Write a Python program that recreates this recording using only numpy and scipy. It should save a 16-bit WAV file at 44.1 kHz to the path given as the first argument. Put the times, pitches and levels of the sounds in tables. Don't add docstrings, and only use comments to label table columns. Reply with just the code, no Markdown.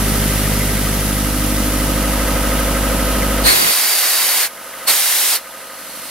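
import sys
import numpy as np
from scipy import signal
from scipy.fft import rfft, irfft
from scipy.io import wavfile
from scipy.ndimage import uniform_filter1d

SR = 44100
rng = np.random.default_rng(int(sys.argv[2]) if len(sys.argv) > 2 else 0)


def int16_out(signal):
    q = np.round(np.clip(np.atleast_2d(signal).T, -1, 1) * 32767)
    wavfile.write(sys.argv[1], SR, q.astype(np.int16))


N = 269010
TIME = np.arange(N) / SR
BINS_HZ = np.fft.rfftfreq(N, 1 / SR)

# t/s, place (0 panel, 1 grille, 2 or more outlet), engine level/dB
MIC_PATH = [(0, 0.037, -0.5), (.92, 0.059, -2), (1.33, 0.83, -3), (2.25, 1.98, 0.6), (5.5, 2.7, 0.5),
            (6.1, 0.5, -5.5)]
# push above or below the average, relative clatter level/dB
CYLINDERS = [(0.5, -35), (0.66, -29), (-0.094, -16), (-0.29, -13)]
# multiple of the firing rate, relative level/dB
PANEL_ORDERS = [(1, 2), (2, -4), (3, -4.5), (4, -11), (5, -11), (6, -18), (7, -58), (8, -10.5), (9, -23),
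                (10, -12.5)]
OUTLET_ORDERS = [(1, 3), (2, -12), (3, -16), (4, -23), (5, -6.5), (6, -12), (7, -42), (8, -33), (9, -30),
                 (10, -11), (11, -15.5), (12, -35)]
GRILLE_ORDERS = [(1, 3.5), (2, -6), (3, -7), (4, -11), (5, -3), (6, -4.5), (7, -47), (8, -37), (9, -47),
                 (10, -11)]
# f/Hz, side minus mid level/dB
HUM_WIDTH = [(50, -52), (100, -23), (150, -19), (300, -18), (600, -26)]
# f/Hz, width/Hz, level/dB at the panel, at the grille, at the outlet
CANOPY = [(138, 12, -38, -41, -47), (164, 14, -36, -35, -37), (213, 20, -29.5, -29.5, -37),
          (242, 16, -36, -36, -42), (266, 30, -42, -37, -42), (300, 35, -48, -39, -47),
          (455, 40, -42, -38, -39), (510, 50, -41, -43, -41)]
# f/Hz, relative level per Hz/dB at the panel, at the outlet
CLATTER = [(248, -15, -2), (470, 5, 1), (684, 2.5, 2.5), (770, 3, -4), (946, 3, 3), (1207, -11, -4.5),
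           (1238, 2, 4.5), (1440, 0, -1), (1640, -1, -2.5), (2150, -2.5, -5.5), (2320, -15, -9),
           (2870, -3, -4.5), (3700, -8, -12.5), (7000, -32, -20.5)]
# place in the engine cycle (0-1), f/Hz, level/dB at the panel, at the outlet
KNOCKS = [(0.172, 1420, -25, -36), (0.223, 510, -32, -27), (0.238, 1330, -32, -26), (.435, 900, -37, -25.5),
          (0.486, 1285, -28, -25.5), (.49, 532, -27, -31), (.62, 552, -32.5, -25.5),
          (0.626, 1630, -47, -27), (0.706, 2056, -25.5, -26.5), (0.748, 513, -27.5, -32),
          (.755, 1340, -40, -24.5), (0.804, 2005, -39, -22.5), (0.862, 1620, -36, -26),
          (0.88, 512, -30, -21), (.935, 1284, -25.5, -40), (0.976, 1264, -22, -21), (0.98, 520, -43, -31)]
# f/Hz, relative level per Hz/dB
COOLING_SPECTRUM = [(20, -11), (70, 7.5), (130, 6), (200, 16.5), (280, 0.5), (350, 3.5), (430, 3.5),
                    (520, -1.5), (850, -3), (1400, -2.5), (2500, -1), (3800, -3.5), (5500, -3), (7600, -6),
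                    (10800, 0.5), (13000, -2.5), (15800, -10.5)]
# f/Hz, side minus mid level/dB
ENGINE_WIDTH = [(50, -45), (120, -37), (250, -5), (500, -10), (1200, -10.5), (2100, -10), (4000, -4),
                (7000, 1), (11000, 2.5), (15000, 2)]
# multiple of the firing rate, relative level/dB at the panel, at the outlet
GEAR_LINES = [(9.25, -46, -37), (10, -42, -37), (10.5, -44, -38), (10.75, -48, -40), (11, -47, -45),
              (12, -48, -40), (13.5, -53, -45), (15.5, -52, -45), (17, -56, -45), (19.5, -49, -48),
              (23, -43, -52), (25, -47, -36), (26, -42, -45), (27, -52, -38.5), (27.75, -46, -48),
              (30, -54, -45), (31, -44, -45), (32, -52, -45), (33, -45, -50), (37, -47, -52),
              (38.5, -44, -50), (40.25, -48, -45)]
# t/s, opening (0-1)
VALVE = [(3.424, 0), (3.455, 0.06), (3.515, 0.19), (3.57, 0.45), (3.8, 0.5), (4.05, 0.45), (4.2, 0.44),
         (4.41, 0.38), (4.455, 0.17), (4.481, 0), (4.858, 0), (4.871, 0.06), (4.878, 0.14), (4.892, 0.18),
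         (4.92, 0.4), (4.95, 0.94), (5.315, 1), (5.34, 0.4), (5.361, 0.23), (5.373, 0.05), (5.4, 0.02)]
# f/Hz, relative level per Hz/dB barely open, wide open
JET_SPECTRUM = [(30, -13, -13), (150, 0.5, -0.5), (500, 3, -0.5), (1200, 2, 0), (2230, 3.5, .5),
                (3160, 1, 2), (5450, 1, 1.5), (6400, -1, 0), (7700, -0.5, 0), (9350, -2.5, 5.5),
                (10000, 1, 0.5), (13100, 2.5, 4.5), (14300, 1, -5), (15900, -8, -1)]
# opening (0-1), throat f/Hz, relative throat level/dB, relative pipe hoot level/dB
THROAT = [(0, 4240, -0.5, -9), (.22, 4300, -3.5, -8.5), (.4, 4520, -12, -21), (.63, 4900, -11.5, -22),
          (0.999, 5070, -25, -39)]
# f/Hz, width/Hz, level/dB
RECESS = [(2060, 130, 3), (3880, 110, 3.5), (5040, 100, -3), (5270, 110, 2.5), (7050, 170, 2.5),
          (8020, 150, -2), (9780, 220, 2.5), (10250, 200, -3), (11700, 350, 1.5), (14000, 250, -2.5)]
# f/Hz, side minus mid level/dB
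JET_WIDTH = [(60, 13), (400, 8.5), (1200, 6), (2400, 0), (4400, 0), (8100, -1), (15000, 0.5)]
# t/s, new corner of the low cut f/Hz
BASS_STEPS = [(3.51, 73.4), (3.72, 734)]

IDLE_HZ, SAG_HZ_PER_S = 50.58, .34
FIRST_FIRING_S = .0026
STRAY_FIRINGS, STRAY_S = .002, .06
LOAD_S, LOAD_KNOCK_DB, LOAD_HUM_DB, LOAD_TILT_DB = .5, 1, 0.5, -2.5
PIPE_SMEAR, KICK_HZ = 0.0158, 553
KNOCK_S, KNOCK_JITTER_S, KNOCK_SPREAD_DB = .0014, .00012, 2.2
RATTLES_PER_S, RATTLE_LOW_HZ, RATTLE_HIGH_HZ = 70, 1050, 3600
RATTLE_DB, RATTLE_SPREAD_DB = -31, 3
RASP_AT_S, RASP_HALF_S = 0.62, 0.38
CHOKE_OPENING, LINGER_S = 0.23, 0.0091
THROAT_WIDTH_HZ, THROAT_WANDER_HZ, THROAT_WANDER_DB = 620, 70, 1.5
WHISTLE_WIDTH_HZ, WHISTLE_OPENING = 300, .45
FULL_BASS_HZ, BASS_STEP_S = 5.4, 0.033
EDGE_HZ = 15850


def gain_of(db):
    return 10 ** (np.asarray(db) / 20)


def evened(x):
    return x / np.sqrt(np.mean(x ** 2) + 1e-20)


def follow(rows):
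    s, *columns = np.transpose(rows)
    return [np.interp(TIME, s, column) for column in columns]


def along(place, *values):
    stations = np.linspace(0, 2, len(values))
    weights = [np.interp(place, stations, weight) for weight in np.eye(len(values))]
    return sum(weight * value for weight, value in zip(weights, values))


def response(points):
    hz, db = np.transpose(points)
    return gain_of(np.interp(np.log(BINS_HZ + 1), np.log(hz + 1), db))


def coloured(x, points):
    return evened(irfft(rfft(x) * response(points), N))


def resonate(x, hz, width_hz):
    turn = np.exp(2j * np.pi * np.cumsum(hz * np.ones(N)) / SR)
    r = np.exp(-np.pi * width_hz / SR)
    smoothed = signal.lfilter([1 - r], [1, -r], x / turn + 1e-18)
    return 2 * (turn * smoothed).real


def ports(pair, width, direct):
    mid, diffuse = rfft(pair)
    direct = np.clip(direct, -1, 1)
    side = response(width) * (1j * direct * mid + np.sqrt(1 - direct ** 2) * diffuse)
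    return irfft(np.array([mid + side, mid - side]), N)


def add(mix, s, sound):
    part = mix[:, max(round(s * SR), 0):][:, :sound.shape[1]]
    part += sound[:, :part.shape[1]]


def firing_rate():
    return IDLE_HZ - SAG_HZ_PER_S * np.maximum(TIME - VALVE[0][0], 0)


def crank():
    stray = evened(uniform_filter1d(rng.standard_normal(N), size=round(STRAY_S * SR)))
    stray = uniform_filter1d(stray, size=round(SR / IDLE_HZ))
    return np.cumsum(firing_rate()) / SR - FIRST_FIRING_S * IDLE_HZ + STRAY_FIRINGS * stray


def load():
    return np.clip((TIME - VALVE[0][0]) / LOAD_S, 0, 1)


def exhaust(firings, place, panel_db, grille_db, outlet_db):
    loaded = load()
    waves = []
    for k in range(1, len(OUTLET_ORDERS) + 1):
        strength = gain_of(loaded * (LOAD_HUM_DB + LOAD_TILT_DB * np.log2(k)))
        waves.append(strength * np.cos(2 * np.pi * (k * firings - PIPE_SMEAR * (k - 1) ** 2)))

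    def tone(orders, level_db):
        gains = gain_of(np.transpose(orders)[1])
        total = sum(gain * wave for gain, wave in zip(gains, waves))
        return -gain_of(level_db) * total / np.sqrt(np.sum(gains ** 2) / 2)

    panel = tone(PANEL_ORDERS, panel_db)
    grille = tone(GRILLE_ORDERS, grille_db)
    outlet = tone(OUTLET_ORDERS, outlet_db)
    return along(place, panel, grille, outlet)


def thump(firings, place, lead, side_db):
    unsteady = .07
    at = np.flatnonzero(np.diff(np.floor(firings + lead)))
    cylinder = np.round(firings[at] + lead).astype(int) % len(CYLINDERS)
    push = np.transpose(CYLINDERS)[0][cylinder]
    kicks = np.zeros((2, N))
    kicks[:, at] = -push + unsteady * rng.standard_normal((len(at), 2)).T
    rings = np.zeros((2, N))
    for hz, width, *levels in CANOPY:
        rings += gain_of(along(place, *levels)) * evened(resonate(kicks, hz, width))
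    rings = signal.sosfilt(signal.butter(4, KICK_HZ, fs=SR, output="sos"), rings)
    side = gain_of(side_db) * signal.hilbert(rings[1]).imag
    return np.array([rings[0] + side, rings[0] - side])


def repeating(turns, hz):
    grain = rng.standard_normal((2, int(SR / hz) // 2))
    at = np.linspace(0, 1, grain.shape[1], endpoint=False)
    return evened(np.array([np.interp(turns, at, row, period=1) for row in grain]))


def clatter(firings, place, knock_decay, between_knocks, panel_db, outlet_db):
    each_firing, each_cycle = .3, 1.3
    cylinders = len(CYLINDERS)
    strength = gain_of(np.transpose(CYLINDERS)[1])[np.floor(firings).astype(int) % cylinders]
    bursts = between_knocks + strength * np.exp(-(firings % 1) / knock_decay)
    rattle = each_firing * repeating(firings, IDLE_HZ)
    rattle = rattle + each_cycle * repeating(firings / cylinders, IDLE_HZ / cylinders)
    drive = bursts * (rattle + rng.standard_normal((2, N)))
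    panel = coloured(drive, [(f, db) for f, db, _ in CLATTER])
    outlet = coloured(drive, [(f, db) for f, _, db in CLATTER])
    return along(place, gain_of(panel_db) * panel, gain_of(outlet_db) * outlet)


def ping(hz, level_db, sideways):
    t = np.arange(round(10 * KNOCK_S * SR)) / SR
    ring = gain_of(level_db) * t / KNOCK_S * np.exp(1 - t / KNOCK_S + 2j * np.pi * hz * t)
    return np.array([ring.imag, sideways * ring.real])


def knock(firings, place):
    cycles = firings / len(CYLINDERS)
    out = np.zeros((2, N))
    for angle, hz, panel_db, outlet_db in KNOCKS:
        chance = rng.standard_normal((100, 3))
        moments = np.flatnonzero(np.diff(np.floor(cycles - angle)))
        for at, (late, force, sideways) in zip(moments, chance):
            level_db = np.interp(place[at], [0, 2], [panel_db, outlet_db]) + KNOCK_SPREAD_DB * force
            add(out, at / SR + KNOCK_JITTER_S * late, ping(hz, level_db, sideways))
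    return out


def rattles():
    out = np.zeros((2, N))
    count = round(RATTLES_PER_S * N / SR)
    chances = zip(rng.random((count, 2)), rng.standard_normal((count, 2)))
    for (when, pitch), (force, sideways) in chances:
        hz = RATTLE_LOW_HZ * (RATTLE_HIGH_HZ / RATTLE_LOW_HZ) ** pitch
        level_db = RATTLE_DB + RATTLE_SPREAD_DB * min(force, 2)
        add(out, when * N / SR, ping(hz, level_db, sideways))
    return out


def chatter(firings, hz, width_hz, peak_turn, level_db):
    swell = 1 + .6 * np.cos(2 * np.pi * (firings / len(CYLINDERS) - peak_turn))
    buzz = resonate(swell * rng.standard_normal((2, N)), hz, width_hz)
    buzz = resonate(buzz, hz, width_hz)
    return gain_of(level_db) * evened(buzz)


def panel_rasp(firings):
    swell = np.exp(-((TIME - RASP_AT_S) / RASP_HALF_S) ** 2)
    return swell * chatter(firings, hz=2000, width_hz=450, peak_turn=0.76, level_db=-32.5)


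def cooling(firings, place, throb, flutter, panel_db, grille_db, outlet_db):
    gusts = evened(uniform_filter1d(rng.standard_normal(N), size=150))
    swell = 1 + throb * np.cos(2 * np.pi * firings) + flutter * gusts
    rush = coloured(swell * rng.standard_normal((2, N)), COOLING_SPECTRUM)
    return gain_of(along(place, panel_db, grille_db, outlet_db)) * rush


def gear_whine(firings, place, panel_db, outlet_db):
    waver, waver_hz = .35, 12
    moments = np.arange(0, N / SR + 1, 1 / waver_hz)
    panel, outlet = np.zeros((2, N))
    for k, at_panel, at_outlet in GEAR_LINES:
        strength = 1 + waver * np.interp(TIME, moments, rng.standard_normal(len(moments)))
        line = np.sqrt(2) * strength * np.cos(2 * np.pi * (k * firings + rng.random()))
        panel = panel + gain_of(at_panel + panel_db) * line
        outlet = outlet + gain_of(at_outlet + outlet_db) * line
    return along(place, panel, outlet)


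def blast(firings, flow_db, throat_width_hz, overtone, overtone_db, flutter):
    opening = np.clip(follow(VALVE)[0], 0, 1)
    flow = np.tanh(opening / CHOKE_OPENING) ** 2
    r = np.exp(-1 / (LINGER_S * SR))
    lingering = np.maximum(flow, signal.lfilter([1 - r], [1, -r], flow + 1e-18))

    openings, *columns = np.transpose(THROAT)
    throat_hz, throat_db, pipe_db = (np.interp(opening, openings, column) for column in columns)
    throat_hz = throat_hz + THROAT_WANDER_HZ * evened(uniform_filter1d(rng.standard_normal(N), size=1500))
    throat_db = throat_db + THROAT_WANDER_DB * evened(uniform_filter1d(rng.standard_normal(N), size=2000))
    jet, turbulence = rng.standard_normal((2, 2, N))

    def ring(hz, width_hz):
        return evened(resonate(resonate(turbulence, hz, width_hz), hz, width_hz))

    whistling = np.clip(opening / WHISTLE_OPENING, 0, 1) ** 2
    throat = (1 - whistling) * ring(throat_hz, throat_width_hz)
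    throat += whistling * ring(throat_hz, WHISTLE_WIDTH_HZ)
    throat += gain_of(overtone_db) * ring(overtone * throat_hz, overtone * throat_width_hz)

    recess_db = sum(db * np.exp(-((BINS_HZ - hz) / width) ** 2) for hz, width, db in RECESS)
    jet = irfft(rfft(jet) * gain_of(recess_db), N)
    barely_open = coloured(jet, [(hz, db) for hz, db, _ in JET_SPECTRUM])
    wide_open = coloured(jet, [(hz, db) for hz, _, db in JET_SPECTRUM])
    hiss = (1 - opening) * barely_open + opening * wide_open

    pipe = chatter(firings, hz=2030, width_hz=1140, peak_turn=0.076, level_db=pipe_db)
    gusts = 1 + flutter * evened(uniform_filter1d(rng.standard_normal(N), size=300))
    air = lingering * (hiss + pipe) + flow * gain_of(throat_db) * throat
    return gain_of(flow_db) * gusts * air


def scene():
    firings = crank()
    place, level_db = follow(MIC_PATH)
    hum = exhaust(firings, place, panel_db=-17.5, grille_db=-16.5, outlet_db=-19.5)
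    hum = ports(np.array([hum, hum]), HUM_WIDTH, direct=-1)
    noise = clatter(firings, place, knock_decay=0.065, between_knocks=1.0, panel_db=-28.0, outlet_db=-25.5)
    noise += gain_of(LOAD_KNOCK_DB * load()) * knock(firings, place)
    noise += rattles() + panel_rasp(firings)
    noise += cooling(firings, place, throb=0.027, flutter=0.084, panel_db=-21.5, grille_db=-21.0, outlet_db=-25.0)
    engine = ports(noise, ENGINE_WIDTH, direct=-0.28)
    engine += thump(firings, place, lead=0.174, side_db=-15.0)
    engine += gear_whine(firings, place, panel_db=0.0, outlet_db=-1.0)
    air = blast(firings, flow_db=3.5, throat_width_hz=THROAT_WIDTH_HZ, overtone=2.084, overtone_db=-1.5,
                flutter=0.018)
    air = ports(air, JET_WIDTH, direct=0.38)
    balance = gain_of([[-.5], [.5]])
    return gain_of(level_db) * (hum + balance * engine) + balance * air


def gain_control(x, threshold_db, attack_s, held_share, recovery_db_per_s):
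    power = uniform_filter1d((x ** 2).mean(0), size=880, origin=439)
    over_db = np.maximum(10 * np.log10(abs(power) + 1e-12) - threshold_db, 0)
    creep = recovery_db_per_s * TIME
    held_db = np.maximum.accumulate(held_share * over_db + creep) - creep
    r = np.exp(-1 / (attack_s * SR))
    cut_db = signal.lfilter([1 - r], [1, -r], np.maximum(over_db, held_db))
    return x / gain_of(cut_db)


def low_cut(x, steepness, side_factor):
    hz, s, (mid, side) = signal.stft([x[0] + x[1], x[0] - x[1]], SR, nperseg=2048, noverlap=1536)
    corner_hz = FULL_BASS_HZ
    for step_s, step_hz in BASS_STEPS:
        progress = np.clip((s - step_s) / BASS_STEP_S + .5, 0, 1)
        corner_hz = corner_hz + (step_hz - corner_hz) * progress

    def passed(corner):
        slope = (hz[:, None] / corner) ** steepness
        return slope / np.sqrt(np.hypot(slope ** 2, 1))

    mid = mid * passed(corner_hz)
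    side = side * passed(side_factor * corner_hz) * passed(corner_hz)
    left_right = np.array([mid + side, mid - side]) / 2
    return signal.istft(left_right, SR, nperseg=2048, noverlap=1536)[1][:, :N]


def band_limit(x):
    taps = signal.firwin(511, EDGE_HZ, window=("kaiser", 9), fs=SR)
    return signal.oaconvolve(x, taps[None], "same")


def record(dry):
    ducked = gain_control(dry, threshold_db=-12.0, attack_s=0.0085, held_share=0.73, recovery_db_per_s=11.5)
    thin = band_limit(low_cut(ducked, steepness=1.36, side_factor=8.0))
    rounded = thin / (1 + (thin / .82) ** 8) ** (1 / 8)
    return band_limit(rounded)


dry = scene()
out = record(dry)
int16_out(out)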